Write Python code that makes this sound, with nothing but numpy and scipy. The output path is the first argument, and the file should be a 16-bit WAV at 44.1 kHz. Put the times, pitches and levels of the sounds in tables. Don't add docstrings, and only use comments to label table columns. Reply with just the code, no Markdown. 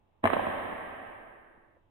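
import sys
import numpy as np
from scipy import signal
from scipy.io import wavfile

SR = 44100
rng = np.random.default_rng(int(sys.argv[2]) if len(sys.argv) > 2 else 0)


def waveform_to_disk(signal):
    frames = np.transpose(np.atleast_2d(signal))
    scaled = np.clip(frames, -1, 1) * 32767
    samples = np.round(scaled).astype(np.int16)
    wavfile.write(sys.argv[1], SR, samples)


N = 83790

# frequency in Hz, relative level in dB per Hz.
ROOM_SPECTRUM = [(25, -5.5), (45, -15.5), (95, -6.5), (150, -18.5), (300, -19), (600, -19.5), (1000, -20),
                 (1400, -32.5), (3000, -36.5), (3900, -43.5), (4300, -53.5), (15000, -57)]
# frequency in Hz, level in dB.
ROOM_TONES = [(860, -84), (2660, -96)]
# start in seconds, level in dB, pitch in Hz, decay time in seconds.
KNOCKS = [(1.574, -52.5, 240, 0.0076), (1.768, -50.5, 575, 0.0029)]
# frequency in Hz, left-right correlation.
EAR_LIKENESS = [(30, 1), (100, 0.55), (200, 0.52), (450, 0.017), (900, 0.023), (2000, -0.062), (4000, 0.13),
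                (12000, -0.026)]
# frequency in Hz, left minus right in dB.
EAR_LEAN = [(60, -3), (250, -8), (600, -1), (2000, -2.5), (4000, 5), (12000, -2)]
# frequency in Hz, level in dB relative to the pop's spectrum, time to fall 60 dB in seconds.
HALL_BANDS = [(40.3, 4, 4.5), (73.5, -1, 2.8), (89.9, 8.5, 2.8), (135, 3.5, 2.2), (270, -2.5, 2.37),
              (352, -1.5, 2.67), (480, 1, 2.57), (746, -2, 3.07), (1170, 1, 3.03), (1440, 0.5, 3.39),
              (1750, 0.5, 3.56), (2750, 2, 3.03), (3704, 8.5, 2.15), (5900, -21, 1.4), (8400, 5, 2.9),
              (13200, 2.5, 2.6)]
# frequency in Hz, fade in dB per second squared.
LATE_FADE = [(100, 16), (340, -2), (700, 18.5), (1700, 15.5), (3000, 25), (10000, 13.5)]
# frequency in Hz, level in dB, time to fall 60 dB in seconds, left minus right in dB.
HALL_TONES = [(91.4, -47.5, 2.3, -3.5), (103.4, -52, 3.6, 0.5), (264, -44.5, 1.6, 2.5),
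              (338.3, -55.5, 3.96, -1)]
# frequency in Hz, level in dB, time to fall 60 dB in seconds.
TUBE_MODES = [(96.4, -28.5, 0.2), (235.3, -22, 0.094), (434.5, -28.5, 0.22), (680, -21, 0.089),
              (747, -38.5, 0.06)]
# frequency in Hz, relative level in dB per Hz.
POP_SPECTRUM = [(30, -22), (100, -20), (160, -12.5), (250, -2), (390, -8), (480, -3.5), (680, 0.5),
                (950, -4.5), (1160, -6.5), (1420, -16), (1650, -9.5), (1850, -12.5), (2400, -21),
                (3100, -26.5), (3650, -37), (4080, -35.5), (4250, -68), (7750, -66), (8000, -47),
                (11000, -43), (12000, -66.5), (13000, -46.5), (15000, -45), (16000, -59.5)]
# start in seconds, level in dB,
# left minus right in dB, left lag in ms, thin below this Hz, dull above this Hz,
# scatter level in dB relative to the pulse, scatter decay time in seconds.
ARRIVALS = [(0.2409, 5, -1, 0.25, 100, 14000, -6, 0.012), (0.2552, 5, 0, 0.2, 700, 14000, -8, 0.012),
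            (0.2587, -6.5, 6.5, -0.44, 900, 9000, 7.5, 0.0068),
            (0.263, -9, -0.5, 0.021, 200, 1500, 0.5, 0.01), (0.2735, -2, 8, 0.47, 1600, 14000, -3.5, 0.009),
            (0.2757, -6.5, -2.5, 0.91, 500, 6000, -1.5, 0.002),
            (0.3017, -7.5, -8.5, -0.13, 1400, 14000, 1.5, 0.0016),
            (0.3328, -10.5, -12.5, 0.57, 2000, 10000, 5, 0.009),
            (0.3340, 2.5, -3.5, 0.72, 250, 1800, -10, 0.0031),
            (0.3372, -16, -10, 0.83, 198, 1500, -15, .005), (0.3680, 0, -2.5, -1.9, 350, 1200, -5, 0.0046),
            (0.3942, -3.5, -4, 1.3, 350, 1100, -0.5, .005), (0.4440, -19, -9, 0.55, 300, 1500, 5.5, 0.015),
            (0.4690, -6.5, -2, -0.87, 145, 900, 2, 0.0017),
            (0.6540, -26.5, -30, 0.66, 400, 3000, -0.5, 0.0083),
            (0.7270, -16, 8.5, -0.92, 200, 1600, 1, 0.004)]

POP_S = ARRIVALS[0][0]
ROOM_DB = -69
ROOM_TONE_WAVER_RAD, ROOM_TONE_WAVER_S = 1, 0.024
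KNOCK_RISE_S, KNOCK_NOISE, KNOCK_DULL_HZ = 0.00095, 0.38, 872
HALL_DB, HALL_RISE_S = -28, 0.055
HALL_RIPPLE_DB, HALL_RIPPLE_HZ = 2.5, 35.3
FADE_FROM_S = 0.96
END_S, END_DB_PER_S = 1.768, 154
TUBE_RISE_S, TUBE_PAN_DB = 0.0045, -4.5
PUFF_DB, PUFF_S = -25, 0.0022
SCATTER_RISE_S = 0.00031
EDGE_HZ = 15900


def amp(db):
    return 10 ** (np.asarray(db) / 20)


def unit(x):
    return x / np.sqrt(np.mean(x ** 2) + 1e-20)


def read(table, hz, axis=1):
    table = np.array(table, float)
    return np.interp(np.log(hz + 1), np.log(table[:, 0] + 1), table[:, axis])


def pan(db):
    return amp(np.array([db, -db]) / 2)


def add(mix, s, sound):
    part = mix[max(round(s * SR), 0):][:len(sound)]
    part += sound[:len(part)]


def wobble(count, width):
    steps = np.arange(-count, count + 1)
    kernel = np.exp(-0.5 * (2 * steps / width) ** 2)
    return unit(signal.fftconvolve(rng.standard_normal(count), kernel, "same"))


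def pulse(gain_at, size=4096):
    hz = abs(np.fft.fftfreq(size, 1 / SR))
    log_gain = np.log(np.maximum(gain_at(hz), 1e-6))
    spectrum = np.exp(np.conj(signal.hilbert(log_gain)))
    shape = np.fft.ifft(spectrum).real
    return shape / np.linalg.norm(shape)


def diffuse(level_db, size=1024):
    hop = size // 4
    hz = np.fft.rfftfreq(size, 1 / SR)
    t = np.arange(N // hop + 6)[:, None] * hop / SR
    a, b, c, d = rng.standard_normal((4, len(t), len(hz)))
    left, other = a + 1j * b, c + 1j * d
    same = np.clip(read(EAR_LIKENESS, hz), -1, 1)
    right = same * left + np.sqrt(1 - same ** 2) * other
    gain = amp(level_db(t, hz) + 0 * t)
    frames = np.array([left, right]) * gain * pan(read(EAR_LEAN, hz))[:, None]
    noise = signal.istft(frames.transpose(0, 2, 1), nperseg=size, noverlap=size - hop)[1][:, :N]
    return noise * np.sqrt(1.5 / (gain ** 2).sum(1).max())


def room_noise():
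    t = np.arange(N) / SR
    tones = np.zeros(N)
    for hz, db in ROOM_TONES:
        waver = ROOM_TONE_WAVER_RAD * wobble(N, ROOM_TONE_WAVER_S * SR)
        tones += amp(db) * np.sin(2 * np.pi * hz * t + waver)
    air = diffuse(lambda t, hz: read(ROOM_SPECTRUM, hz), size=2048)
    return amp(ROOM_DB) * air + tones


def knocks():
    out, t = np.zeros(N), np.arange(SR // 8) / SR
    low_pass = signal.butter(4, KNOCK_DULL_HZ, fs=SR)
    for s, db, hz, decay_s in KNOCKS:
        puff = unit(signal.lfilter(*low_pass, rng.standard_normal(len(t))))
        tone = np.sin(2 * np.pi * hz * t)
        shape = np.exp(-t / decay_s) * (1 - np.exp(-t / KNOCK_RISE_S))
        add(out, s, amp(db) * shape * (tone + KNOCK_NOISE * puff))
    return out


def hall(size=2048):
    def level_db(t, hz):
        decay = 60 * np.maximum(t - POP_S, 0) / read(HALL_BANDS, hz, axis=2)
        late_fade = read(LATE_FADE, hz) * np.maximum(t - FADE_FROM_S, 0) ** 2
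        end_fade = END_DB_PER_S * np.maximum(t - END_S, 0)
        ripple = HALL_RIPPLE_DB * wobble(len(hz), HALL_RIPPLE_HZ / hz[1])
        ripple = ripple * np.minimum(hz / 1000, 1)
        return read(POP_SPECTRUM, hz) + read(HALL_BANDS, hz) + ripple - decay - late_fade - end_fade

    since_pop = np.maximum(np.arange(N) / SR - POP_S, 0)
    swell = 1 - np.exp(-since_pop / HALL_RISE_S)
    return amp(HALL_DB) * swell * diffuse(level_db, size=size)


def hall_hum():
    t = np.maximum(np.arange(N) / SR - POP_S, 0)
    late = np.maximum(np.arange(N) / SR - FADE_FROM_S, 0)
    hum = np.zeros((2, N))
    for hz, db, t60, pan_db in HALL_TONES:
        level_db = db - 60 * t / t60 - read(LATE_FADE, hz) * late ** 2
        hum += pan(pan_db)[:, None] * amp(level_db) * np.sin(2 * np.pi * hz * t)
    return hum * (1 - np.exp(-t / HALL_RISE_S))


def tube():
    out, t = np.zeros(N), np.arange(SR // 2) / SR
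    ring = sum(amp(db - 60 * t / t60) * np.sin(2 * np.pi * hz * t) for hz, db, t60 in TUBE_MODES)
    add(out, POP_S, ring * (1 - np.exp(-t / TUBE_RISE_S)))
    return out * pan(TUBE_PAN_DB)[:, None]


def onset_puff():
    away = np.hypot(np.arange(N) / SR - POP_S, PUFF_S) - PUFF_S
    return amp(PUFF_DB) * np.exp(-away / PUFF_S) * diffuse(lambda t, hz: read(POP_SPECTRUM, hz))


def pop_and_echoes(size=4096):
    out, t = np.zeros((2, N)), np.arange(size) / SR
    for s, db, pan_db, lag_ms, thin_hz, dull_hz, scatter_db, scatter_s in ARRIVALS:
        def path_gain(hz):
            dull = np.hypot(1, (hz / dull_hz) ** 2)
            thin = np.hypot(1, thin_hz / (hz + 20))
            return amp(read(POP_SPECTRUM, hz)) / dull / thin

        bang = -pulse(path_gain)
        trail = np.exp(-t / scatter_s) * (1 - np.exp(-t / SCATTER_RISE_S)) ** 2
        for ear, gain, lag_s in zip(out, pan(pan_db), (lag_ms / 1000, 0)):
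            scatter = signal.fftconvolve(bang, trail * rng.standard_normal(size))[:size]
            scatter = amp(scatter_db) * scatter / np.linalg.norm(scatter)
            add(ear, s + lag_s, amp(db) * gain * (bang + scatter))
    return out


def scene():
    background = room_noise() + knocks()
    reverberation = hall() + hall_hum()
    return background + reverberation + tube() + onset_puff() + pop_and_echoes()


def record(dry):
    low_pass = signal.firwin(511, EDGE_HZ, window=("kaiser", 9), fs=SR)
    return signal.oaconvolve(dry, low_pass[None], "same")


dry = scene()
out = record(dry)
waveform_to_disk(out)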